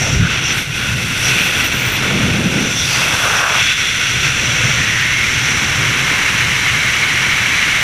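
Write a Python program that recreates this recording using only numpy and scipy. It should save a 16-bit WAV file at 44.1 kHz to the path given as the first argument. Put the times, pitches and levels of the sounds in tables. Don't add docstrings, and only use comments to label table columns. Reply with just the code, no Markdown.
import sys
import numpy as np
from scipy import signal
from scipy.fft import rfft, irfft, next_fast_len
from scipy.io import wavfile

SR = 44100
rng = np.random.default_rng(int(sys.argv[2]) if len(sys.argv) > 2 else 0)


def to_wav(sig):
    pcm = np.clip(np.atleast_2d(sig), -1, 1) * 32767
    pcm = np.round(pcm).astype(np.int16)
    wavfile.write(sys.argv[1], SR, pcm.T)


N = 345289


def undb(db):
    return 10 ** (np.asarray(db) / 20)


def noise(response):
    size = next_fast_len(N, real=True)
    hz = np.maximum(np.arange(size // 2 + 1) * SR / size, 1)
    spectrum = rfft(rng.standard_normal(size)) * response(hz)
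    x = irfft(spectrum, size)[:N]
    return x / np.std(x)


def turbulence(spectrum):
    f, db = np.transpose(spectrum)

    def response(hz):
        smooth = undb(np.interp(np.log(hz), np.log(f), db))
        return smooth * np.minimum(f[-1] / hz, 1) ** 2
    return noise(response)


def cavities(modes):
    def response(hz):
        power = 0
        for f, width, db in modes:
            detuning = (hz / f - f / hz) * f / (2 * width)
            power = power + (undb(db) / (1 + 2 * detuning ** 2)) ** 2
        return np.sqrt(power)
    return noise(response)


def flutter(rate_hz, depth_db):
    return undb(depth_db * noise(lambda hz: 1 / (1 + (hz / rate_hz) ** 4)))


def curves(table):
    s, *columns = np.transpose(table)
    return [np.interp(np.arange(N) / SR, s, c) for c in columns]


def arch(start, length):
    progress = (np.arange(N) / SR - start) / length
    on, out = (progress > 0) & (progress < 1), np.zeros(N)
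    out[on] = np.sin(np.pi * progress[on])
    return out


def surging(steady_db, events):
    attack_s, release_s = 0.047, 0.084
    t, power = np.arange(N) / SR, undb(steady_db) ** 2
    for start, length, db in events:
        onset = (t - start) / attack_s
        decay = (start + length - t) / release_s
        power = power + undb(db) ** 2 * np.clip(np.minimum(onset, decay), 0, 1)
    return np.sqrt(power)


def rush(edge, stream):
    # centre_hz, width_hz, relative level_db
    gap_modes = [(1467, 210, 0), (2213, 710, 0), (2672, 340, 1.5), (3386, 344, -1), (4000, 870, -11)]
    stream_modes = [(1476, 770, -5.5), (1950, 600, -0.5), (2206, 250, 3), (2850, 660, -4),
                    (3350, 400, -15.5), (3920, 300, -8.5), (4570, 900, -20), (6060, 1400, -15),
                    (7200, 700, -31)]
    gaps = undb(edge) * cavities(gap_modes) * flutter(rate_hz=140, depth_db=0.75)
    smooth = undb(stream) * cavities(stream_modes) * flutter(rate_hz=34, depth_db=0.45)
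    return gaps + smooth


def roar(churn, stream):
    # frequency_hz, relative level_db per Hz
    roar_spectrum = [(250, -30), (420, -4), (600, -2), (800, 0.5), (1050, 0.5), (1280, 3), (1550, 5.5),
                     (1850, -4.5), (3000, -24)]
    # start_s, length_s, level_db
    breakaways = [(1.29, 0.25, -36), (2.9, 0.38, -23.5), (3.204, 0.417, -19.5)]
    torn = surging(churn - 32.5, breakaways)
    head_on = undb(stream + churn - 17.5)
    separation = np.hypot(torn, head_on)
    return separation * turbulence(roar_spectrum) * flutter(rate_hz=93, depth_db=1.07)


def buffeting(large, small):
    # frequency_hz, relative level_db per Hz
    rumble_spectrum = [(12, -8), (25, 1), (50, 3), (80, 0.5), (130, -8)]
    thump_spectrum = [(12, -32), (25, -25), (50, -25), (70, -7.5), (95, -6), (122, 1), (155, -6),
                      (200, -16.5), (300, -32), (600, -38)]
    wake_spectrum = [(70, -36), (130, -3.5), (190, 1.5), (260, -1.5), (350, -4.5), (500, -8), (750, -16),
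                     (1500, -27)]
    # start_s, length_s, level_db
    strikes = [(0, .16, -23), (.15, 0.14, -16), (0.264, 0.12, -22), (.555, .08, -21.5), (0.657, 0.14, -27),
               (.85, 0.34, -24), (1.245, 0.096, -18.5), (2.006, 0.47, -25), (2.74, 0.3, -27.5),
               (4.137, 0.11, -19.5), (4.41, 0.18, -29), (4.595, 0.12, -18), (4.746, 0.14, -21),
               (5.723, 0.12, -22), (5.857, 0.072, -22), (6.46, .09, -25), (6.693, .09, -23)]
    # start_s, length_s, level_db
    wake_passes = [(0, .2, -27), (0.787, 0.12, -31.5), (0.936, .16, -30), (1.26, .14, -33),
                   (2, 0.32, -23.5), (2.243, 0.49, -25)]
    rumble_db, thump_db, wake_db = -36, -27, -30.5
    rumble = undb(rumble_db + .5 * large) * turbulence(rumble_spectrum)
    thumps = surging(thump_db + large, strikes) * turbulence(thump_spectrum)
    thumps *= flutter(rate_hz=14, depth_db=0.7)
    chop = surging(wake_db + small, wake_passes) * turbulence(wake_spectrum)
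    chop *= flutter(rate_hz=36, depth_db=1.3)
    return rumble + thumps + chop


def port(ring, hiss):
    # centre_hz, width_hz, relative level_db
    port_modes = [(5817, 610, 1.5), (7310, 330, -8), (8650, 450, -17), (10000, 570, -24)]
    # frequency_hz, relative level_db per Hz
    hiss_spectrum = [(2500, 3.5), (4200, 2.5), (5200, 3.5), (6800, -5.5), (8000, 1), (10000, 0.5),
                     (11500, -2), (13000, -5.5), (15200, -13.5)]
    # start_s, length_s, level_db
    spurts = [(0.517, 0.15, -29.5), (1.167, 0.22, -29.5), (2.74, 0.65, -30.5)]
    ringing = undb(ring) * cavities(port_modes) * flutter(rate_hz=19, depth_db=0.05)
    hissing = surging(hiss, spurts) * turbulence(hiss_spectrum) * flutter(rate_hz=240, depth_db=0.9)
    return ringing + hissing


def swells():
    # start_s, length_s, centre_hz, width_hz, peak level_db
    lock_ons = [(0, 0.11, 670, 300, -28), (0, 0.16, 5700, 400, -26.5), (0.12, 0.14, 145, 59.6, -15),
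                (0.126, 0.11, 65, 45, -15.5), (0.193, 0.17, 1520, 260, -22), (.28, 0.3, 2660, 220, -29),
                (0.433, 0.11, 5750, 450, -21), (.44, .16, 3400, 300, -31), (0.778, 0.19, 1510, 220, -27),
                (.76, 0.44, 203, 70, -29.5), (1.217, 0.096, 5770, 500, -20.5),
                (1.297, 0.21, 2540, 260, -20.5), (2.057, 0.72, 183, 99, -19), (2.61, .16, 5850, 565, -30),
                (2.75, 0.083, 5740, 500, -20), (2.755, .12, 3520, 330, -20.5),
                (2.824, 0.25, 4800, 1700, -23.5), (2.83, 0.28, 2640, 240, -24),
                (3.222, 0.42, 1170, 330, -26), (3.323, 0.2, 1520, 378, -19.5), (3.35, .07, 5660, 500, -24),
                (3.48, 0.5, 3400, 240, -23), (3.5, 0.32, 2660, 240, -27.5), (3.6, .75, 10000, 600, -45),
                (4.346, 0.57, 510, 160, -35), (4.778, 0.37, 1870, 350, -20), (5.042, 0.28, 2150, 130, -19),
                (5.55, 0.95, 1130, 300, -32), (6, 2, 2230, 170, -29), (7.1, 0.78, 2200, 170, -25)]
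    out = np.zeros(N)
    for start, length, hz, width, db in lock_ons:
        out += undb(db) * np.sqrt(arch(start, length)) * cavities([(hz, width, 0)])
    return out


def whistles():
    # start_s, length_s, start_hz, end_hz (both before the waver), relative level_db
    slit_tones = [(.57, 0.044, 11750, 11600, -40), (.585, .04, 12800, 12730, -42),
                  (1.382, .1, 13280, 13350, -38), (1.55, .07, 13450, 13700, -40),
                  (1.63, .06, 13700, 13500, -35), (1.72, .12, 13650, 13450, -39),
                  (1.72, .09, 12300, 12400, -45), (1.8, 0.14, 14760, 14470, -37.5),
                  (1.915, .06, 13300, 13350, -34), (1.465, .07, 13500, 13650, -44)]
    t, out = np.arange(N) / SR, np.zeros(N)
    waver = noise(lambda hz: 1 / (1 + (hz / 450) ** 2))
    for start, length, start_hz, end_hz, db in slit_tones:
        on = (t >= start) & (t < start + length)
        progress = (t[on] - start) / length
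        glide_hz = start_hz + (end_hz - start_hz) * progress
        hz = glide_hz * (1 + .011 * waver[on])
        swell = np.sqrt(2 * np.abs(np.sin(np.pi * progress)))
        out[on] += undb(db) * swell * np.sin(2 * np.pi * np.cumsum(hz) / SR)
    return out * flutter(rate_hz=70, depth_db=2.5) * undb(1.5)


def pressure():
    # start_s, length_s, rise_db
    gusts = [(.05, 0.12, 0.5), (.28, .12, 1), (.495, 0.05, 3.5), (.565, 0.04, 1.5), (1.206, 0.24, 3.2),
             (1.552, 0.13, 1), (3.524, 0.22, 2), (3.792, .07, 0.5), (4.22, 0.089, 2.5), (5.07, 0.098, 0)]
    # start_s, length_s, drop_db
    lulls = [(.14, 0.16, 3.5), (.395, 0.024, 2.5), (.597, .165, 6.5), (0.93, .04, 2.5), (1.48, 0.06, 3),
             (1.664, .06, 3), (2.358, 0.18, 2), (3.406, 0.085, 4.5), (3.725, 0.051, 4), (3.865, 0.15, 1),
             (4.306, .06, 2), (5.15, .065, 1.5)]
    rises = sum(db * arch(start, length) for start, length, db in gusts)
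    drops = sum(db * arch(start, length) for start, length, db in lulls)
    return rises - drops


def scene():
    # time_s, edge gaps level_db, smooth stream level_db, port ring level_db, hiss level_db
    attitude = [(0, -21.5, -23.5, -24, -31.5), (.26, -18.5, -39, -28, -37), (.72, -19.5, -35, -29.5, -32),
                (1.08, -20.5, -32, -29, -30), (1.5, -16, -37, -25.5, -27), (1.85, -19.5, -23.5, -29, -31.5),
                (2.5, -19.5, -29, -28.5, -32.5), (2.82, -20.5, -43, -24.5, -32),
                (2.98, -17.7, -24, -25, -28.5), (3.33, -17.5, -32, -23.5, -28),
                (3.7, -17.5, -21.5, -25, -32), (4.2, -16.5, -28.5, -25, -32), (4.65, -18, -19, -23.5, -33),
                (5.1, -19.5, -19, -27, -32), (5.5, -20, -18.5, -24, -32), (6, -21.5, -16.5, -27.5, -30.5),
                (7, -23.5, -15.5, -29, -31), (7.83, -22.5, -16, -29.5, -31)]
    # time_s, large eddies level_db, small eddies level_db
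    shedding = [(0, 8, -3), (.35, -1, 1.5), (.78, -1.5, -2.5), (1.1, -0.5, -4), (1.5, -1, 3.5),
                (1.9, 0.5, 2.5), (2.4, 4, 3), (2.8, 0, -0.5), (3.15, -1.5, -0.5), (3.72, -7, -7),
                (4.05, -1.5, -2), (4.5, 2.5, 1), (5.03, -0.5, -3), (5.8, 2, 1.5), (6.55, -1, -1.5),
                (7.83, -2.5, -2.5)]
    port_share, hiss_share, churn_share = 0.77, 0.52, 0.9
    edge, stream, ring, hiss = curves(attitude)
    push = pressure()
    large, small = curves(shedding) + churn_share * push
    higher = rush(edge + push, stream + push) + roar(small, stream)
    higher += port(ring + port_share * push, hiss + hiss_share * push) + swells()
    shake = flutter(rate_hz=21, depth_db=0.33) * flutter(rate_hz=130, depth_db=0.54)
    air = buffeting(large, small) + shake * higher + whistles()
    return np.array([air, air])


def record(dry):
    top_hz = 15300
    rounded = np.tanh(.5 * dry) / .5
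    top_cut = signal.ellip(10, .1, 80, top_hz, fs=SR, output="sos")
    return signal.sosfilt(top_cut, rounded)


dry = scene()
out = record(dry)
to_wav(out)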